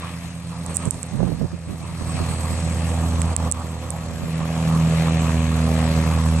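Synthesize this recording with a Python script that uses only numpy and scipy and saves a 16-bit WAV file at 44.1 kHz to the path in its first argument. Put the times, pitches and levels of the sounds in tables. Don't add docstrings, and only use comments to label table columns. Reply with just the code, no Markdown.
import sys
import numpy as np
from scipy import signal
from scipy.fft import rfft, irfft
from scipy.io import wavfile
from scipy.ndimage import uniform_filter1d

SR = 44100
rng = np.random.default_rng(int(sys.argv[2]) if len(sys.argv) > 2 else 0)


def boost_factor(decibels):
    exponent = np.asarray(decibels, float) / 20
    return 10 ** exponent


def unload_wav(signal):
    wavfile.write(
        sys.argv[1],
        SR,
        np.round(np.clip(np.atleast_2d(signal).T, -1, 1) * 32767).astype(np.int16),
    )


N = 282224

# frequency in Hz, width in Hz, level in dB over the exhaust.
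APRON_HUM = [(40.5, 3.0, -26), (521, 5.0, -16)]
# frequency in Hz, width in Hz, level in dB over the far hiss.
APRON_WHINE = [(4090, 32, -14), (7180, 59, -34)]
# multiple of the shaft rate, level in dB over the field noise.
GENERATOR_LINES = [(10, -3), (11, -6), (12, 6), (13, -6), (14, -2), (15, -1), (16, 5), (18, -4), (19, -3),
                   (21, -6)]
SHAFT_HZ = 10.005

# centre in seconds, peak in dB, width in seconds.
GUSTS = [(.27, -53, 0.0095), (.51, -49, .03), (.69, -36, .015), (.875, -15, 0.014), (.96, -35, 0.021),
         (1.15, -19, 0.017), (1.225, -13.5, 0.028), (1.31, -19, 0.037), (1.43, -14.5, 0.021),
         (1.54, -22, 0.011), (1.71, -24.5, 0.028), (1.83, -32, .02), (1.92, -32, 0.022), (2.02, -24, 0.012),
         (2.09, -28, 0.017), (2.15, -22, 0.013), (2.215, -17.5, 0.012), (2.31, -26, .013),
         (2.525, -25, 0.016), (2.67, -33, .025), (2.95, -39, .1), (3.19, -25, 0.013), (3.27, -33, 0.028),
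         (3.87, -42, .015), (4.14, -32, 0.036), (4.24, -23, 0.019), (4.31, -45, 0.025), (4.42, -27, 0.012)]
# time in seconds, peak in dB.
EDDY_SLAPS = [
    (.84, -33),
    (1.204, -17),
    (1.230, -15.5),
    (1.277, -22.5),
    (1.319, -22),
    (1.414, -23),
    (1.455, -29),
    (2.02, -44),
    (4.379, -33),
]
CALM_DB = -65

# centre in seconds, peak in dB, width in seconds.
FINGER_SLIDES = [
    (.757, -27, 0.0086),
    (.81, -49, 0.023),
    (.87, -37, .02),
    (.93, -40.5, .03),
    (1.03, -41, 0.011),
]
# time in seconds, peak in dB, ring in Hz, excess over the limiter ceiling in dB,
# knock relative to the ring in dB.
FINGER_TICKS = [(0.6622, -19, 8100, -2, -23), (0.758, -22, 8260, 1, -30), (0.7681, -3, 8460, 1, -40),
                (0.854, -18, 8000, 1.5, -18), (0.9079, -7, 8350, 6.5, -32), (0.942, -26, 8190, -7, -13),
                (1.0296, -14.5, 8070, 1.5, -24), (3.217, -12, 8000, 0, -8), (3.3634, -6, 7860, 7.5, -20),
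                (3.5134, -6.5, 8100, 5, -46), (3.5215, -7, 8000, 6.5, -26), (3.904, -13.5, 8470, 1, -35)]
TICK_LEFT_DB = -32
RING_CUT_HZ = 3400

# frequency in Hz, likeness of left and right from 0 to 1.
LIKENESS = [(60, .99), (270, .97), (580, .93), (1200, .72), (2500, .65), (5600, .5), (12000, .5)]
# frequency in Hz, left minus right in dB.
PORT_TILT = [(60, 3), (110, -7.5), (190, 0.5), (350, -4.5), (630, -2.5), (1140, -2), (2040, 6), (3680, 2),
             (6630, 4), (11900, -2.5)]
# frequency in Hz, lag of the left port in samples.
LEFT_LAG = [(60, 1), (1300, 0), (1800, -3), (2250, -1), (2600, 3), (3200, 4), (4000, 6), (13000, 6)]
NOTCH_HZ, NOTCH_WIDTH_HZ, NOTCH_SHARES = 1484, 176, [[0.72], [0.1]]
TOP_HZ = 12350

# time in seconds, field noise in dB, aeroplane in dB over it.
RUSH = [(0, -52, 8.5), (.4, -48.5, 4.5), (.8, -46.5, 10.5), (1.15, -49, 6.5), (1.62, -51.5, 8.5),
        (1.95, -46.5, 7), (2.2, -41, 7), (2.7, -40.5, 8), (3.0, -41, 9.5), (3.47, -43.5, 12.5),
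        (3.55, -46.5, 12), (4.0, -46.5, 11), (4.45, -46.5, 9.5), (4.68, -41, 9), (5.0, -41.5, 10),
        (5.45, -41, 8), (5.85, -39, 10), (6.4, -41, 8)]
# centre in seconds, height in dB, width in seconds.
SWELLS = [(.03, 5.5, 0.1), (.18, 0, 0.054), (.71, 2.5, 0.021), (.84, 2.5, 0.026), (1.27, 1, 0.04),
          (1.7, 1.5, 0.024), (2.16, 1.5, 0.037), (.26, 2.5, 0.041), (4.3, 1, 0.11), (4.5, 2, 0.11),
          (4.9, 0.5, 0.026), (5.0, 2.5, 0.078), (5.22, 1.5, 0.063), (5.78, 1, 0.036), (5.95, 1, .05)]
# frequency in Hz, level in dB per Hz.
EXHAUST = [(40, -30), (70, 11.5), (130, 6), (220, 8), (360, -6), (560, 2.5), (900, -1), (1250, 5.5),
           (1600, -12)]
# frequency in Hz, level in dB per Hz.
AIRFRAME = [(820, -18), (1400, 1.5), (1540, 1), (1670, 5.5), (1910, -0.5), (2600, 0.5), (3300, -7),
            (4290, -7), (7260, -120)]
# frequency in Hz, level in dB per Hz.
HISS = [(1760, -26), (3000, -22), (3200, -6), (4250, 0), (4980, -3.5), (6780, -2.5), (7990, -2.5),
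        (9600, -4), (11600, -8), (12300, -8.5), (16000, -46), (22000, -120)]
SLOW_PATCHES = 0.83
AIRFRAME_DB, AIRFRAME_SHARE, AIRFRAME_CLEARS, AIRFRAME_SWELLS = 1, 0.15, 0.19, 2.2
# time in seconds, turbine whistle in Hz, clarity of the upper harmonics in dB,
# whistle in dB over the far hiss.
NEARNESS = [(0, 8330, -8.5, -10), (.8, 8400, -7.5, 0.5), (1.5, 8210, -9, -7), (2.3, 8160, -6.5, 1),
            (3.2, 7900, -8, -2.5), (3.9, 7710, -8, -5.5), (4.4, 7500, -4.5, -9), (4.9, 7640, -3.5, -7),
            (5.3, 7740, -2, -6.5), (5.8, 7850, -2.5, -8), (6.4, 7800, -3, -4)]
WHISTLE_TILT_DB = -6.5

# time in seconds, rate in Hz.
BLADE_RATE = [(0, 84.7), (.8, 84.4), (1.8, 83.1), (2.3, 82.7), (2.8, 82.8), (3.3, 82.4), (4.3, 81.2),
              (5.0, 81.0), (5.7, 80.4), (6.4, 80.4)]
# time in seconds, blade load in dB over the exhaust, lag of the ground echo in ms.
BLADE_LOAD = [(0, -0.5, 8.05), (.45, 0, 7.75), (.9, -2.5, 8.57), (1.6, -2, 8.55), (2.0, -2.5, 8.4),
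              (2.4, -4, 8.9), (2.8, -0.5, 8.64), (3.2, 0, 8.87), (3.7, -3, 9.0), (4.0, -5, 8.6),
              (4.25, -2, 8.3), (4.6, 0, 8.08), (5.0, 0, 7.84), (5.4, 2, 8.67), (5.9, -0.5, 8.35),
              (6.4, 4, 8.86)]
LOW_DB = [5.5, 9.5, -3.5]
# multiple of the blade rate, level in dB over the exhaust.
UPPER = [(4, -8.5), (5, -11.5), (6, -8.5), (7, -7), (8, -11), (9, -12), (10, -20), (11, -34), (12, -22),
         (13, -50), (14, -18)]
ECHO_SHARE, THIRD_CLEARS = 0.74, 0.63
WALL_SHARE, WALL_MS_PER_S = 0.22, 3.6
WALL_IN_STEP_S = [5.96, 4.755, 5.636, 4.5]


def rms_one(x):
    return x / np.sqrt(np.mean(x ** 2) + 1e-20)


def evened(x):
    return x / np.sqrt(uniform_filter1d(x ** 2, size=1800) + .05)


def in_time(rows):
    s, *columns = np.transpose(rows)
    return [np.interp(np.arange(N) / SR, s, c) for c in columns]


def at_hz(points, hz):
    points_hz, values = np.array(points).T
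    return np.interp(np.log(hz), np.log(points_hz), values)


def bumps(rows, height):
    t = np.arange(N) / SR
    return sum(height(db) * np.exp(-.5 * ((t - s) / width) ** 2) for s, db, width in rows)


def drift(rate):
    r = np.exp(-80 * np.pi * rate / SR)
    white = rng.standard_normal(N // 40 + 2002)
    slow = signal.lfilter([1], [1, -2 * r, r * r], white)[2000:]
    return np.interp(np.arange(N) / 40, np.arange(len(slow)), rms_one(slow))


def resonance(x, hz, width_hz):
    r = np.exp(-np.pi * width_hz / SR)
    zeros = np.array([1, 0, -1]) * (1 - r * r) / 2
    poles = [1, -2 * r * np.cos(2 * np.pi * hz / SR), r * r]
    return signal.lfilter(zeros, poles, x + 1e-18)


def ports(left, right, hz):
    balance_db = at_hz(PORT_TILT, hz) * np.array([[.5], [-.5]])
    return np.array([np.roll(left, round(at_hz(LEFT_LAG, hz))), right]) * boost_factor(balance_db)


def banded_noise(spectrum, per_octave, patchy_db):
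    low_hz, high_hz = spectrum[1][0] * .8, min(spectrum[-2][0], 13000)
    edges = np.geomspace(low_hz, high_hz, int(per_octave * np.log2(high_hz / low_hz)) + 2)
    out, together, white = 0, drift(8.0), rng.standard_normal((2, 2, N))
    for k, (low, high) in enumerate(zip(edges, edges[1:])):
        band = signal.butter(2, [low, high], "band", fs=SR, output="sos")
        mid, side = signal.sosfilt(band, white[k % 2])
        hz = np.sqrt(low * high)
        alike = np.clip(at_hz(LIKENESS, hz), 0, 1)
        mid, side = np.sqrt(1 + alike) * mid, np.sqrt(1 - alike) * side
        flicker = 0.45 * together + drift(15.3) + SLOW_PATCHES * drift(2.0)
        level = boost_factor(at_hz(spectrum, hz) + patchy_db * flicker)
        out = out + level * ports(mid + side, mid - side, hz)
    return rms_one(out)


def apron_engine(lines, base_db):
    out = 0
    for hz, width_hz, level_db in lines:
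        once = resonance(rng.standard_normal(N), hz, width_hz)
        line = rms_one(resonance(once, hz, width_hz))
        out = out + boost_factor(base_db + level_db) * ports(line, line, hz)
    return out


def generator(field_db):
    out, turn = 0, 2 * np.pi * SHAFT_HZ * np.arange(N) / SR
    for k, level_db in GENERATOR_LINES:
        level = boost_factor(field_db + level_db + drift(3.0))
        tone = np.sqrt(2) * level * np.cos(k * turn + rng.uniform(0, 2 * np.pi))
        out = out + ports(tone, tone, k * SHAFT_HZ)
    return out


def random_kicks(per_second, spread_db, most):
    strength = boost_factor(spread_db * np.minimum(rng.exponential(1, N), most))
    return (rng.random(N) < per_second / SR) * strength * rng.choice([-1, 1], N)


def eddy_slaps():
    slaps = np.zeros(N)
    slaps[[round(s * SR) for s, db in EDDY_SLAPS]] = boost_factor(np.array(EDDY_SLAPS)[:, 1] + 22)
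    soft = signal.lfilter([.1], [1, -1.82, .83], slaps)
    return resonance(resonance(soft, 420, 500), 300, 700)


def wind():
    gust = boost_factor(CALM_DB) + bumps(GUSTS, boost_factor)
    pushes = random_kicks(180, 2.1, 3)
    eddies = rms_one(pushes) + .9 * rng.standard_normal(N)
    eddies = signal.sosfilt(signal.butter(2, 600, fs=SR, output="sos"), eddies)
    body = rms_one(resonance(resonance(eddies, 105, 58), 174, 141))
    rumble = rms_one(resonance(resonance(eddies, 52, 40), 55, 60))
    edge = rms_one(resonance(resonance(eddies, 190, 300), 195, 380))
    right = gust * evened(body + boost_factor(-8) * rumble + boost_factor(-14.5) * edge) + eddy_slaps()
    sheltered = rms_one(resonance(resonance(rng.standard_normal(N), 70, 90), 80, 120))
    left = boost_factor(-47 + 3.0 * drift(5.0)) * sheltered
    return np.array([left, right])


def rub():
    slips = random_kicks(1500, 3.0, 4)
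    ringing = rms_one(resonance(resonance(slips, 8700, 1400), 7360, 1400))
    return bumps(FINGER_SLIDES, boost_factor) * ringing * boost_factor([[-20], [0]])


def ticks():
    out = np.zeros((2, N))
    t = np.arange(400) / SR
    high_pass = signal.butter(2, RING_CUT_HZ, "high", fs=SR, output="sos")
    for s, peak_db, hz, over_db, knock_db in FINGER_TICKS:
        i = round((s + 0.0011) * SR)
        envelope = (1 - np.exp(-t / 0.000094)) ** 2 * np.exp(-t / 0.00043) * 1.73
        ring = signal.sosfilt(high_pass, np.sin(2 * np.pi * hz * t) * envelope)
        knock = boost_factor(knock_db) * np.sin(2 * np.pi * 2300 * t) * np.exp(-t / 0.00024)
        both = np.array([boost_factor(TICK_LEFT_DB) * ring + knock, ring + knock])
        out[:, i:i + len(t)] += boost_factor(peak_db + 8.5 + max(0, over_db)) * both
    return out


def band_limit(x):
    hz, spectrum = np.fft.rfftfreq(N, 1 / SR), rfft(x)
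    out = irfft(spectrum * (hz <= 10500) / np.sqrt(1 + (55 / (hz + 1)) ** 8), N)
    flutter = drift(22.0)
    for low_hz, high_hz, openness in [(10500, 11600, 1.5), (11600, TOP_HZ, .3)]:
        band = irfft(spectrum * (hz > low_hz) * (hz <= high_hz), N)
        out += band * 1.62 / (1 + np.exp(-1.6 * flutter - openness))
    return out


def whistle(hiss_db):
    centre_hz, clear_db, over_db = in_time(NEARNESS)
    low_pass = signal.butter(2, 380, fs=SR, output="sos")
    slow = signal.sosfilt(low_pass, rng.standard_normal((2, 2, N)))
    carrier = np.exp(2j * np.pi * np.cumsum(centre_hz) / SR)
    left, right = rms_one(np.real((slow[0] + 1j * slow[1]) * carrier))
    tilt = boost_factor([[WHISTLE_TILT_DB / 2], [-WHISTLE_TILT_DB / 2]])
    return boost_factor(hiss_db + over_db + 2.5 * drift(16.0)) * tilt * ports(left, right, 8000)


def puffs(turn, depth, uneven):
    return rms_one(np.exp(depth * np.cos(turn + .7) + uneven * np.cos(turn / 2)))


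def blade_tones(blade_hz, exhaust_db):
    load_db, lag_ms = in_time(BLADE_LOAD)
    k = np.arange(1, 4)[:, None]
    echo = np.abs(1 + ECHO_SHARE * np.exp(2j * np.pi * k * blade_hz * lag_ms / 1000))
    clears_db = THIRD_CLEARS * (k == 3) * in_time(NEARNESS)[1]
    return exhaust_db + load_db + np.array(LOW_DB)[:, None] + 20 * np.log10(echo) + clears_db


def wall_db(k, blade_hz):
    lag = WALL_MS_PER_S / 1000 * (np.arange(N) / SR - WALL_IN_STEP_S[min(k, 4) - 1])
    beat = np.cos(2 * np.pi * k * np.mean(blade_hz) * lag)
    return 10 * np.log10(1 + WALL_SHARE ** 2 + 2 * WALL_SHARE * beat)


def propeller(turn, blade_hz, low_db, exhaust_db):
    out, waver, clear_db = 0, drift(18.5), in_time(NEARNESS)[1]
    levels = [(k + 1, db + 1.5) for k, db in enumerate(low_db)]
    levels += [(k, exhaust_db + clear_db + db - 0.5) for k, db in UPPER]
    for k, level_db in levels:
        shimmer_db = .7 * np.sqrt(k) * (.6 * waver + .8 * drift(6.0))
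        lean = 1.1 + .05 * k * drift(5.0)
        level = boost_factor(level_db + shimmer_db + wall_db(k, blade_hz))
        tone = np.sqrt(2) * level * np.cos(k * (turn + .026 * waver) - lean)
        out = out + ports(tone, tone, k * np.mean(blade_hz))
    return out


def scene():
    blade_hz, = in_time(BLADE_RATE)
    field_db, over_db = in_time(RUSH)
    clear_db, swell_db = in_time(NEARNESS)[1], bumps(SWELLS, float)
    exhaust_db, hiss_db = field_db + over_db + swell_db, field_db + swell_db
    airframe_db = field_db + AIRFRAME_DB + AIRFRAME_SHARE * (over_db - 10.5)
    airframe_db = airframe_db + AIRFRAME_CLEARS * clear_db + AIRFRAME_SWELLS * swell_db
    turn = 2 * np.pi * np.cumsum(blade_hz) / SR
    near = boost_factor(clear_db)

    apron = apron_engine(APRON_HUM, exhaust_db) + apron_engine(APRON_WHINE, hiss_db) + generator(field_db)
    exhaust = boost_factor(exhaust_db) * puffs(turn, 0.5 * near, uneven=0.06)
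    exhaust = exhaust * banded_noise(EXHAUST, per_octave=2, patchy_db=2.0)
    airframe = boost_factor(airframe_db + 2.0) * puffs(turn, 0.51 * near, uneven=0.025)
    airframe = airframe * banded_noise(AIRFRAME, per_octave=3, patchy_db=1.13)
    hiss = boost_factor(hiss_db + 0.5) * puffs(turn, 0.14 * near, uneven=0.18)
    hiss = hiss * banded_noise(HISS, per_octave=5, patchy_db=1.34)
    rush = exhaust + airframe + hiss + whistle(hiss_db)
    cancelled = np.array(NOTCH_SHARES) * resonance(rush, NOTCH_HZ, NOTCH_WIDTH_HZ)
    rush = band_limit(rush - cancelled + rub())
    low_db = blade_tones(blade_hz, field_db + over_db)
    return propeller(turn, blade_hz, low_db, exhaust_db) + rush + apron + wind() + ticks()


def limiter_gain():
    t, down_db = np.arange(N) / SR, np.zeros(N)
    for s, peak_db, hz, over_db, knock_db in FINGER_TICKS:
        ahead = np.clip((t - s + .03) / .022, 0, 1)
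        release = np.exp(-np.clip(t - s - .006, 0, 9) / 0.012)
        down_db = np.maximum(down_db, over_db * ahead * release)
    return boost_factor(-down_db)


def top_cut(x):
    return signal.sosfilt(signal.butter(12, 15200, fs=SR, output="sos"), x)


def record(dry):
    mix = np.clip(dry * limiter_gain(), -.96, .96)
    return top_cut(mix)


dry = scene()
out = record(dry)
unload_wav(out)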